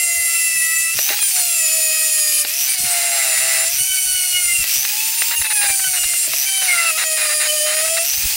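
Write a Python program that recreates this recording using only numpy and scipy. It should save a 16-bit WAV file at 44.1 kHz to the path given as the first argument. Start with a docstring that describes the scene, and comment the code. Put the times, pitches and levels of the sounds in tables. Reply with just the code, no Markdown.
"""A rotary tool whines and hisses close by as its wheel polishes a steel part, then races up when lifted.
Pressing slows the shaft: spindle, fan and rotor tones are multiples of its speed, shaped by resonances;
current pulses of the speed control chop the commutator's tone into a buzz. The wheel beats on the part once
a turn; skids and clicks ring struck resonances. Filtered noise makes the air hiss and the mid-band hiss,
which includes rubbing when pressed. Bumps and knocks ring the bench's modes over a faint handling rumble."""
import sys
import numpy as np
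from scipy import signal
from scipy.fft import rfft, irfft, next_fast_len
from scipy.io import wavfile
from scipy.ndimage import uniform_filter1d

SR = 44100
rng = np.random.default_rng(int(sys.argv[2]) if len(sys.argv) > 2 else 0)


def materialize(psi):
    """Save the field psi as 16-bit PCM at rate SR to the path in sys.argv[1].

    A 1-D psi becomes a single channel; in a 2-D psi each row is a channel.
    """
    bounded = np.clip(np.atleast_2d(psi).T, -1, 1)
    quanta = np.round(bounded * 32767).astype(np.int16)
    wavfile.write(sys.argv[1], SR, quanta)


N = 368662
TIME = np.arange(N) / SR   # s

PULSE_HZ = 136.5   # current pulses of the speed control
FAN_BLADES, COMMUTATOR_BARS = 19, 8
IRON_HZ = 5963   # resonance of the motor's iron

# the wheel is pressed on the part: [touch t/s, leave t/s, judder of the speed f/Hz, then level/dB of: spindle
# whine, mid-band hiss with friction, fan tone, bench hum, air hiss, the part's tones at 2, 3, 4 and 5 times
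# the speed]
PRESSES = [(-0.1, 0.97, 1.5, -21.5, -38, -35.5, -73, -24, -42, -23.5, -28, -48),
           (1.19, 2.457, 2, -20.5, -33, -33, -60.5, -20.5, -42, -35, -33, -38),
           (2.667, 3.719, 1.5, -22, -29, -38, -60.5, -20.5, -46, -29.5, -35.5, -42),
           (3.757, 4.654, 1.5, -21.5, -36.5, -37, -78, -21.5, -40.5, -30, -24, -46),
           (5.331, 6.29, 2, -21, -32, -37, -66, -22, -43.5, -31, -36.5, -40),
           (6.442, 6.951, 3, -23, -29, -44, -66, -22, -48.5, -30, -30.5, -38),
           (6.93, 8.048, 4.5, -22.5, -33, -43, -62.5, -22.5, -37, -31, -33, -32.5)]
# resonances of the part lying on the bench: [f/Hz, width f/Hz, relative level/dB]
PART_MODES = [(412, 560, -8.5), (740, 186, 1.5), (1237, 740, 0), (2070, 500, 8), (2760, 71, 11),
              (3920, 370, 6)]


def from_db(db):
    """Amplitude ratio: 20 dB is a factor of ten."""
    return 10 ** (np.asarray(db) / 20)


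def rms_one(x):
    """Normalization to unit root mean square."""
    return x / np.sqrt(np.mean(x ** 2) + 1e-20)


def at_hz(points, hz):
    """Spectral envelope in dB, interpolated on a logarithmic frequency axis."""
    knots, db = np.transpose(points)
    return np.interp(np.log(hz + 1e-9), np.log(knots), db)


def drift(rate):
    """Low-pass filtered chance of spread 1 that changes about rate times a second."""
    step = 40   # samples between the computed points
    r = np.exp(-2 * np.pi * rate * step / SR)
    noise = rng.standard_normal(N // step + 2002)
    slow = signal.lfilter([1], [1, -2 * r, r * r], noise)[2000:]   # past the filter's start
    return np.interp(np.arange(N) / step, np.arange(len(slow)), rms_one(slow))


def swell(s, half_s):
    """Gaussian envelope with top 1."""
    return np.exp(-((TIME - s) / half_s) ** 2)


def held(start, end, attack_s, release_s):
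    """Trapezoidal envelope: linear attack, hold at 1, linear release that ends at end."""
    attack = np.clip((TIME - start) / attack_s, 0, 1)
    return attack * np.clip((end - TIME) / release_s, 0, 1)


def coloured(x, spectrum):
    """Spectral shaping: a noise is weighted in the frequency domain, then set to rms 1."""
    size = next_fast_len(N)
    hz = np.arange(size // 2 + 1) * SR / size
    shaped = rfft(x, size) * from_db(at_hz(spectrum, hz))
    return rms_one(irfft(shaped, size)[:N])


def resonate(x, modes):
    """Modal superposition: parallel two-pole resonators with alternating signs."""
    out = 0
    for k, (hz, width, db) in enumerate(modes):
        r = np.exp(-np.pi * width / SR)   # a wider resonance is damped more
        poles = [1, -2 * r * np.cos(2 * np.pi * hz / SR), r * r]
        ring = signal.lfilter([1, 0, -1], poles, x + 1e-18)
        out = out + (-1) ** k * from_db(db) * (1 - r * r) / 2 * ring
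    return out


def blows(events, modes, contact_s, grit, level_db):
    """Impact excitation: a push and a short gritty contact ring the modes."""
    out, age = np.zeros(N), TIME[:SR // 4]
    for s, db in events:
        force = grit * rng.standard_normal(len(age)) * np.exp(-age / contact_s)
        force[0] += 1
        ring = resonate(force, modes)
        ring = from_db(db + level_db) * ring / np.abs(ring).max()
        start = round(s * SR)
        out[start:start + len(age)] += ring[:N - start]
    return out


def partial(multiple, angle, speed):
    """Shaft order: a sine of rms 1 locked to the rotation, silent above half the sample rate."""
    phase = multiple * angle + 2 * np.pi * rng.random()
    return np.sqrt(2) * np.sin(phase) * (multiple * speed < SR / 2)


def shaft_speed():
    """Load and inertia: each press drags the shaft down from its speed, then it runs up exponentially."""
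    # sag under the hand, one curve for each press: [t/s, turns per second f/Hz]
    sags = [
        [(0.0, 687), (0.46, 668.7), (0.59, 654.4), (0.9, 658.5), (0.945, 671)],
        [(1.21, 830), (1.36, 731), (1.65, 640), (1.79, 641), (1.87, 631), (2.06, 635), (2.25, 615.6),
         (2.45, 603), (2.5, 610)],
        [(2.72, 776), (2.78, 727), (3.01, 688), (3.12, 689), (3.35, 643.6), (3.5, 664.7), (3.6, 654.6),
         (3.675, 660)],
        [(3.81, 739), (3.87, 759), (4.11, 743.5), (4.3, 725.5), (4.41, 722), (4.45, 703), (4.6, 688),
         (4.65, 649), (4.685, 655)],
        [(5.38, 933), (5.45, 880), (5.59, 828), (5.66, 813), (5.7, 791.6), (5.84, 760.5), (6.04, 703),
         (6.25, 688), (6.29, 634), (6.315, 652)],
        [(6.49, 777), (6.62, 762.4), (6.76, 690.7), (6.89, 662), (6.93, 626)],
        [(6.98, 643), (7.15, 629), (7.29, 605), (7.45, 613), (7.63, 605.5), (7.79, 625.6), (7.85, 640.6),
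         (7.99, 664), (8.035, 673)],
    ]
    start_hz, free_hz, run_up_s = 690, 961, 0.28   # initial speed, unloaded limit, time constant
    judder_hz = 10
    speed, judder = np.full(N, float(start_hz)), 0
    for (touch, leave, depth, *_), sag in zip(PRESSES, sags):
        first = (touch, np.interp(touch, TIME, speed))
        s, hz = np.transpose([first, *sag])
        after = TIME >= touch
        t = TIME[after]
        run_up = 1 - np.exp(-np.maximum(t - s[-1], 0) / run_up_s)
        speed[after] = np.interp(t, s, hz) + (free_hz - hz[-1]) * run_up
        judder = judder + depth * held(touch, leave, attack_s=0.3, release_s=0.55)
    return speed - judder * np.cos(2 * np.pi * judder_hz * TIME)


def shaft_angle(speed, ripple, jitter):
    """Integrated speed, phase-modulated by torque ripple from the current pulses and a little play."""
    steady = 2 * np.pi * np.cumsum(speed) / SR
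    return steady + ripple * np.sin(2 * np.pi * PULSE_HZ * TIME) + jitter * drift(32)


def pressing():
    """Contact loading: levels in dB move from their lifted values to those of each press."""
    # levels with the wheel free: [level/dB of spindle whine, mid-band hiss of the spinning tool, fan tone,
    # bench hum, air hiss, the part's tones at 2, 3, 4 and 5 times the speed]
    lifted = (-35.5, -29, -32.5, -70, -18, -53, -41, -39.5, -42)
    grip_s, release_s = 0.032, 0.038   # the wheel settles on the metal, and comes off it
    levels = np.array(lifted)[:, None]
    for touch, leave, _, *loaded in PRESSES:
        change = np.subtract(loaded, lifted)[:, None]
        levels = levels + change * held(touch, leave, grip_s, release_s)
    return levels


def current_pulses(rise_s, fall_s):
    """Pulsed drive: at a steady rate, each pulse of current swells and dies exponentially. Top 1."""
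    age = (TIME * PULSE_HZ + 0.7) % 1 / PULSE_HZ
    pulse = (1 - np.exp(-age / rise_s)) ** 2 * np.exp(-age / fall_s)
    return pulse / pulse.max()


def spindle(angle, speed, whine_db, waver_db, flutter_db, throb):
    """Periodic bearing knocks make shaft orders, which slide through the housing's resonances."""
    # spindle whine: [multiple of the speed, relative level/dB]
    spindle_orders = [(6, -18), (7, -21.5), (8, -12), (9, -13), (10, -13), (11, -9), (12, -13.5), (13, -13),
                      (14, -17), (15, -13), (16, -11), (17, -21), (18, -18), (20, -9), (21, -19), (22, -15),
                      (23, -12), (24, -11), (25, -20), (26, -20)]
    # how well the housing radiates: [f/Hz, relative level/dB]
    housing = [(3700, -7.5), (4100, -1.5), (4450, 6.5), (5000, 2), (5400, -5.5), (6200, -7), (7100, 5),
               (8000, -0.5), (8700, 7), (9700, 9.5), (10500, 5), (12200, -7.5), (13300, -10), (14700, -11)]
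    whine = 0
    for k, db in spindle_orders:
        chance_db = waver_db * drift(4.7) + flutter_db * drift(27)
        gain = from_db(db + at_hz(housing, k * speed) + chance_db)
        whine = whine + gain * partial(k, angle, speed)
    return from_db(whine_db) * whine * (1 + throb * np.sin(2 * np.pi * PULSE_HZ * TIME))


def buzz_level(speed, top_db, width_hz, surge_db, floor_db):
    """Resonance: buzz in dB peaks as bar rate meets iron ring, and swells with the current of a run-up."""
    surge_hz_per_s = 1000   # acceleration at which the swell is full
    detuning = (COMMUTATOR_BARS * speed - IRON_HZ) / width_hz
    tuned = from_db(top_db) / np.sqrt(1 + detuning ** 2)
    gaining = uniform_filter1d(np.gradient(speed) * SR, size=4400) / surge_hz_per_s
    return 20 * np.log10(np.hypot(tuned, from_db(floor_db))) + surge_db * np.clip(gaining, 0, 1)


def commutator(angle, speed, current, buzz_db, swing, ring_db, octave_db, steady_db):
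    """Amplitude and phase modulation: current chops the bar tone, and sparks ring the motor's iron."""
    jerked = angle + swing * current + 0.016 * drift(56)
    bars = partial(COMMUTATOR_BARS, jerked, speed)
    octave = partial(2 * COMMUTATOR_BARS, jerked, speed)
    # a spark at each pulse's top, and rougher sparking throughout the pulse
    crest = (current > np.roll(current, 1)) & (current >= np.roll(current, -1))
    sparks = 30 * crest * bars + current * (bars + 1.2 * rng.standard_normal(N))
    iron = resonate(resonate(sparks, [(IRON_HZ, 750, 0)]), [(IRON_HZ, 700, 0)])
    iron = iron / np.sqrt(uniform_filter1d(iron ** 2, size=970) + 1e-12)   # even out the loudness
    chopped = from_db(octave_db) * current * octave
    racing = from_db(steady_db) * (speed / speed.max()) ** 6   # the plain tone grows steeply with speed
    return from_db(buzz_db) * (from_db(ring_db) * iron + chopped) + racing * (bars + octave)


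def fan(angle, speed, level_db, waver_db):
    """Blade-passing tone: its frequency is the number of blades times the shaft speed."""
    return from_db(level_db + waver_db * drift(14)) * partial(FAN_BLADES, angle, speed)


def rotor(angle, speed, level_db, steepness, waver_db):
    """Slot tones: the rotor stirs the air at shaft orders that follow a power law of speed."""
    # tones of the racing rotor: [multiple of the speed, relative level/dB]
    rotor_orders = [(7, -36), (9, -35), (10, -28), (11, -34), (12, -41), (13, -37), (14, -41), (15, -37),
                    (17, -34), (18, -36), (20, -35)]
    tones = 0
    for k, db in rotor_orders:
        tones = tones + from_db(db + waver_db * drift(9)) * partial(k, angle, speed)
    return from_db(level_db) * (speed / speed.max()) ** steepness * tones


def air(angle, current, level_db, puff, sparking, grain_db):
    """Broadband flow and brush noise, modulated by current pulses and a puff from the vents each turn."""
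    # hiss colour: [f/Hz, relative level/dB per Hz]
    air_colour = [(300, -22.5), (600, -24.5), (1000, -19), (1500, -13), (2000, -7), (2500, 5), (3300, -1.5),
                  (4200, -3.5), (5200, 3), (6800, 0.5), (8500, 3.5), (10500, 0.8), (13000, -3),
                  (15500, 4.5)]
    hiss = rng.standard_normal(N) * (1 + sparking * current) * from_db(grain_db * drift(220))
    gusts = 1 + puff * np.cos(angle)
    return gusts * from_db(level_db) * coloured(hiss, air_colour)


def snag_gain():
    """Transient attenuation: the tool's sound dips as the wheel catches on an edge."""
    # catches on an edge: [t/s, half length t/s, depth as level/dB]
    snags = [(0.9, 0.036, 2.5), (1.332, 0.016, 3), (2.455, 0.024, 7.5), (2.765, 0.012, 8), (4.66, .02, 4),
             (5.486, 0.034, 4), (6.294, 0.019, 5), (6.949, 0.019, 1.5)]
    return from_db(-sum(depth_db * swell(s, half_s) for s, half_s, depth_db in snags))


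def wheel_tones(angle, speed, tones_db, bounce, hop_phase, flicker, level_db, beat_waver_db,
                wander_db, waver_db, hop_depth, hop_lag):
    """Periodic forcing: a high spot shakes the part each turn; the upper orders cross its resonances."""
    # the once-a-turn beat: [t/s, level/dB]
    beat = [(0.0, -43), (0.92, -55.5), (1.15, -42), (1.3, -58), (1.36, -36), (1.55, -47), (1.65, -37.5),
            (2.1, -41), (2.44, -47), (2.78, -48.5), (2.87, -35), (3.65, -33.5), (3.76, -48), (4.7, -51),
            (5.15, -38), (5.45, -46), (5.66, -36), (5.85, -44.5), (6.45, -48.5), (6.68, -37.5),
            (7.3, -35.5), (7.55, -29), (8.0, -28.5), (8.12, -52), (8.36, -39.5)]
    # the part squeals on one multiple of the speed: [start t/s, end t/s, multiple, level/dB]
    squeals = [(1.6, 1.729, 4, -33), (1.888, 2.042, 4, -32), (2.33, 2.41, 5, -38), (4.35, 4.41, 3, -26.5),
               (4.476, 4.539, 3, -24), (5.549, 5.675, 2, -34.5), (5.834, 5.865, 4, -26),
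               (5.839, 5.885, 2, -29.5), (5.96, 6.082, 4, -28), (6.135, 6.182, 4, -30),
               (6.485, 6.64, 4, -31), (6.677, 6.754, 3, -17.5), (6.77, 6.82, 3, -20.5),
               (6.725, 6.919, 2, -28), (6.85, 6.921, 4, -26.5), (7.48, 7.52, 5, -21.5),
               (7.563, 7.715, 5, -32)]
    # how well the part radiates the upper tones: [f/Hz, relative level/dB]
    part_tone = [(1230, -4), (1500, 0.5), (1750, -3), (2000, -2), (2250, -6.5), (2420, -2), (2630, 3),
                 (3050, -5.5), (3300, -6), (3800, -4), (4500, -3)]
    uneven = angle + hop_lag * bounce * np.sin(hop_phase)
    beat_db = np.interp(TIME, *np.transpose(beat)) + beat_waver_db * drift(10)
    out = from_db(beat_db) * partial(1, uneven, speed)
    for k, db in enumerate(tones_db, 2):
        # upper tones come and go as the contact moves
        chance_db = wander_db * np.minimum(drift(6), 0.8) + waver_db * drift(28)
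        gain = from_db(db + level_db + at_hz(part_tone, k * speed) + chance_db) * flicker
        for start, end, multiple, squeal_db in squeals:
            if multiple == k:
                gain = gain + from_db(squeal_db) * held(start, end, attack_s=0.0098, release_s=0.012)
        out = out + gain * partial(k, uneven, speed)
    # a hopping wheel hits hardest while it runs fastest
    return out * (1 + hop_depth * bounce * np.cos(hop_phase))


def mid_hiss(angle, level_db, per_turn, grain_db):
    """Modulated noise: mid-band hiss and rubbing swell once a turn with uneven grain."""
    # mid-band colour: [f/Hz, relative level/dB per Hz]
    mid_colour = [(300, -29.5), (600, -9), (1000, -10), (1500, -4), (2000, 5.5), (2500, -2), (3300, -1),
                  (4200, 7), (5200, 9.5), (6800, -70), (8500, -83), (10500, -32), (13000, -46),
                  (15500, -65)]
    strength = (1 + per_turn * np.cos(angle)) * from_db(grain_db * drift(41))
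    return from_db(level_db) * coloured(strength * rng.standard_normal(N), mid_colour)


def skidding():
    """Intermittent contact: gain and bounce share of the skids, smoothed over a few milliseconds or more."""
    # the wheel skids and hammers: [start t/s, end t/s, level/dB, share of regular bouncing 0-1]
    skids = [(1.1, 1.15, -25.5, 0), (1.36, 1.406, -31, 0.9), (2.845, 3.11, -29.5, 0.54),
             (3.117, 3.31, -27, 1), (3.299, 3.651, -27, 0.92), (5.314, 5.353, -24.5, 0.23),
             (5.414, 5.425, -22, 0.01), (5.444, 5.473, -24.5, 0.13), (5.501, 5.53, -22.5, 0),
             (5.613, 5.673, -22.5, 0.11), (5.684, 5.714, -24.5, 0.05), (5.794, 5.805, -26.5, 0),
             (5.84, 5.847, -28, 0), (5.934, 5.988, -27, 0.07), (6.034, 6.047, -24, 0.02),
             (6.134, 6.143, -25, 0.02), (6.24, 6.258, -37, 0.06), (6.614, 6.706, -27, 0.2),
             (6.7, 6.916, -28, 0.38), (6.975, 7.043, -21, 0.31), (7.168, 7.274, -24.5, 0.07),
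             (7.29, 7.343, -25, 0.14), (7.401, 7.475, -23.5, 0.01), (7.662, 7.753, -25, 0.02),
             (7.765, 7.821, -27, 0.26), (7.848, 7.891, -29, 0.03), (7.968, 7.987, -21, 0)]
    gain, bounce = np.zeros(N), np.zeros(N)
    for start, end, db, share in skids:
        during = slice(round(start * SR), round(end * SR))
        gain[during] = from_db(db)
        bounce[during] = np.clip(share, 0, 1)
    return uniform_filter1d(gain, size=130), uniform_filter1d(bounce, size=900)


def bouncing(rate_hz, wander):
    """Spring-mass oscillation: phase of the wheel hopping on its springy shaft."""
    return 2 * np.pi * np.cumsum(rate_hz * (1 + wander * drift(13.36))) / SR


def hammering(angle, hop, spread_db, slip, hop_db, grit):
    """Repeated impact: uneven strikes about once a turn, with drag between, ring the part; rms near 1."""
    turned = np.maximum.accumulate(angle + slip * drift(300))
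    turns = np.floor(turned / (2 * np.pi))
    strength_db = spread_db * np.minimum(rng.standard_normal(N), 1) + hop_db * hop
    strikes = np.diff(turns, prepend=turns[0]) * from_db(strength_db)
    drag = signal.lfilter([1], [1, -0.9], strikes) * rng.standard_normal(N)
    ring = resonate(strikes + grit * drag, PART_MODES)
    return ring / np.sqrt(uniform_filter1d(ring ** 2, size=2600) + 1e-12)


def part_clicks():
    """Impact response: a hard metal contact cracks, then the part rings against wheel and bench."""
    # clicks: [t/s, relative peak level/dB]
    clicks = [(0.989, -3.5), (1.091, -3.5), (1.102, -10), (1.132, -11), (1.189, -11), (1.228, -13),
              (2.449, -6.5), (4.641, -11), (4.85, -6.5), (5.22, -2.5), (5.311, -9), (6.247, -22),
              (6.277, -34), (6.335, -7.5)]
    # first instant, before the ring: [f/Hz, width f/Hz, relative level/dB]
    crack = [(1700, 4200, 0)]
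    out = blows(clicks, crack, contact_s=0.00042, grit=0.098, level_db=-0.5)
    return out + blows(clicks, PART_MODES, contact_s=0.0025, grit=0.13, level_db=-1.5)


def workpiece(angle, speed, mid_db, tones_db, rough_skid_db, roughness, skip_db, skip_trim_db):
    """Forced and struck vibration of the part: wheel tones, skids and clicks, with the mid-band hiss."""
    skid, bounce = skidding()
    hop_phase = bouncing(rate_hz=130, wander=0.046)
    # a skidding wheel loses its rhythm
    loose = np.minimum(skid / from_db(rough_skid_db), 1) * (1 - bounce)
    shaken = angle + (0.027 + roughness * loose) * drift(92)
    # at high speed the wheel tones flicker unevenly
    skipping = np.clip((speed - 680) / 80, 0, 1)
    flicker = from_db(skipping * (skip_db * np.minimum(drift(11), 0.7) + skip_trim_db))
    part = wheel_tones(shaken, speed, tones_db, bounce, hop_phase, flicker, level_db=-0.8,
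                       beat_waver_db=2.37, wander_db=3.5, waver_db=2.3, hop_depth=0.59, hop_lag=0.28)
    part += from_db(mid_db) * mid_hiss(angle, level_db=-1.83, per_turn=0.61, grain_db=2.5)
    hop = bounce * np.cos(hop_phase)
    part += skid * hammering(angle, hop, spread_db=0.5, slip=0.83, hop_db=3.5, grit=0.14)
    return part + part_clicks()


def bench_knocks():
    """Modal impact: the part knocks on the bench top."""
    # knocks: [t/s, relative peak level/dB]
    knock_times = [(0.988, -18.5), (1.103, -16.5), (2.449, -26), (5.638, -21), (5.662, -34), (5.70, -25),
                   (6.276, -22), (6.336, -24), (6.62, -27)]
    # bench top modes: [f/Hz, width f/Hz, relative level/dB]
    top_modes = [(339, 33, 5), (425, 17, 5), (624, 47, 10)]
    return blows(knock_times, top_modes, contact_s=0.0057, grit=0.061, level_db=-6.0)


def bench_bumps():
    """Modal impact: a long, soft contact of the hands rings the low bench modes."""
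    # bumps: [t/s, relative peak level/dB]
    bump_times = [(0.55, -42), (0.942, -34), (2.789, -35), (2.835, -32), (3.729, -42), (3.789, -34.5),
                  (4.584, -35), (4.764, -39), (5.865, -40), (6.109, -47), (6.279, -42), (8.173, -37),
                  (8.219, -44)]
    # bench modes: [f/Hz, width f/Hz, relative level/dB]
    low_modes = [(62, 15, -10), (92, 95, 1), (141, 35, 6.5), (185, 71, -8)]
    return blows(bump_times, low_modes, contact_s=0.018, grit=0.45, level_db=0.5)


def bench(hum_db, shift_db, resting_db, restless_db):
    """Structure-borne sound: hands rumble, faintly even at rest, and the tool hums at its pulse rate."""
    # the hands shift: [t/s, half length t/s, relative level/dB]
    hand_shifts = [(0.0, .07, -50), (0.19, 0.032, -48), (0.593, 0.073, -58), (0.8, 0.032, -58),
                   (1.054, 0.23, -55), (2.85, 0.064, -53), (3.446, 0.091, -50.5), (3.76, 0.11, -45),
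                   (4.104, 0.051, -47), (4.521, 0.21, -46), (5.4, .03, -50), (5.8, 0.19, -51),
                   (6.049, 0.097, -47), (6.748, .05, -59), (7.378, 0.039, -55), (7.898, 0.037, -58),
                   (8.22, 0.077, -38)]
    # rumble colour: [f/Hz, relative level/dB per Hz]
    rumble_colour = [(20, -3), (55, 10), (100, 1), (200, -14.5), (400, -23), (800, -38)]
    shifts = sum(from_db(db + shift_db) * swell(s, half_s) for s, half_s, db in hand_shifts)
    handling = (shifts + from_db(resting_db)) * from_db(restless_db * drift(24))
    rumble = handling * coloured(rng.standard_normal(N), rumble_colour)
    cycle = 2 * np.pi * PULSE_HZ * TIME
    return rumble + from_db(hum_db) * (np.sin(cycle) + 0.54 * np.sin(2 * cycle))


def scene():
    """Superposition of tool, part and bench, identical in both channels."""
    speed = shaft_speed()
    whine_db, mid_db, fan_db, hum_db, air_db, *tones_db = pressing()
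    angle = shaft_angle(speed, ripple=0.033, jitter=0.034)
    current = current_pulses(rise_s=0.001, fall_s=0.001)
    buzz_db = buzz_level(speed, top_db=-29.5, width_hz=330, surge_db=7.0, floor_db=-55.0)
    tool = spindle(angle, speed, whine_db + 0.96, waver_db=1.5, flutter_db=1.99, throb=0.14)
    tool += commutator(angle, speed, current, buzz_db, swing=0.086, ring_db=1.5, octave_db=1.5,
                       steady_db=-26.5)
    tool += fan(angle, speed, fan_db + 5.5, waver_db=1.86)
    tool += rotor(angle, speed, level_db=-1.5, steepness=6.8, waver_db=5.5)
    tool += air(angle, current, air_db + 1.2 * drift(7.2), puff=0.26, sparking=0.069, grain_db=1.2)
    tool *= snag_gain()
    part = workpiece(angle, speed, mid_db, tones_db, rough_skid_db=-40.0, roughness=0.074,
                     skip_db=8.5, skip_trim_db=0.5)
    low = bench_knocks() + bench_bumps()
    low += bench(hum_db, shift_db=-5.0, resting_db=-78.0, restless_db=8.5)
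    return np.tile(tool + part + low, (2, 1))


def record(dry):
    """Band limitation: a steep elliptic low-pass removes the top."""
    cutoff_hz = 15750
    low_pass = signal.ellip(12, 0.1, 80, cutoff_hz, fs=SR, output="sos")   # ripple and stop band in dB
    return signal.sosfilt(low_pass, dry)


dry = scene()
out = record(dry)
materialize(out)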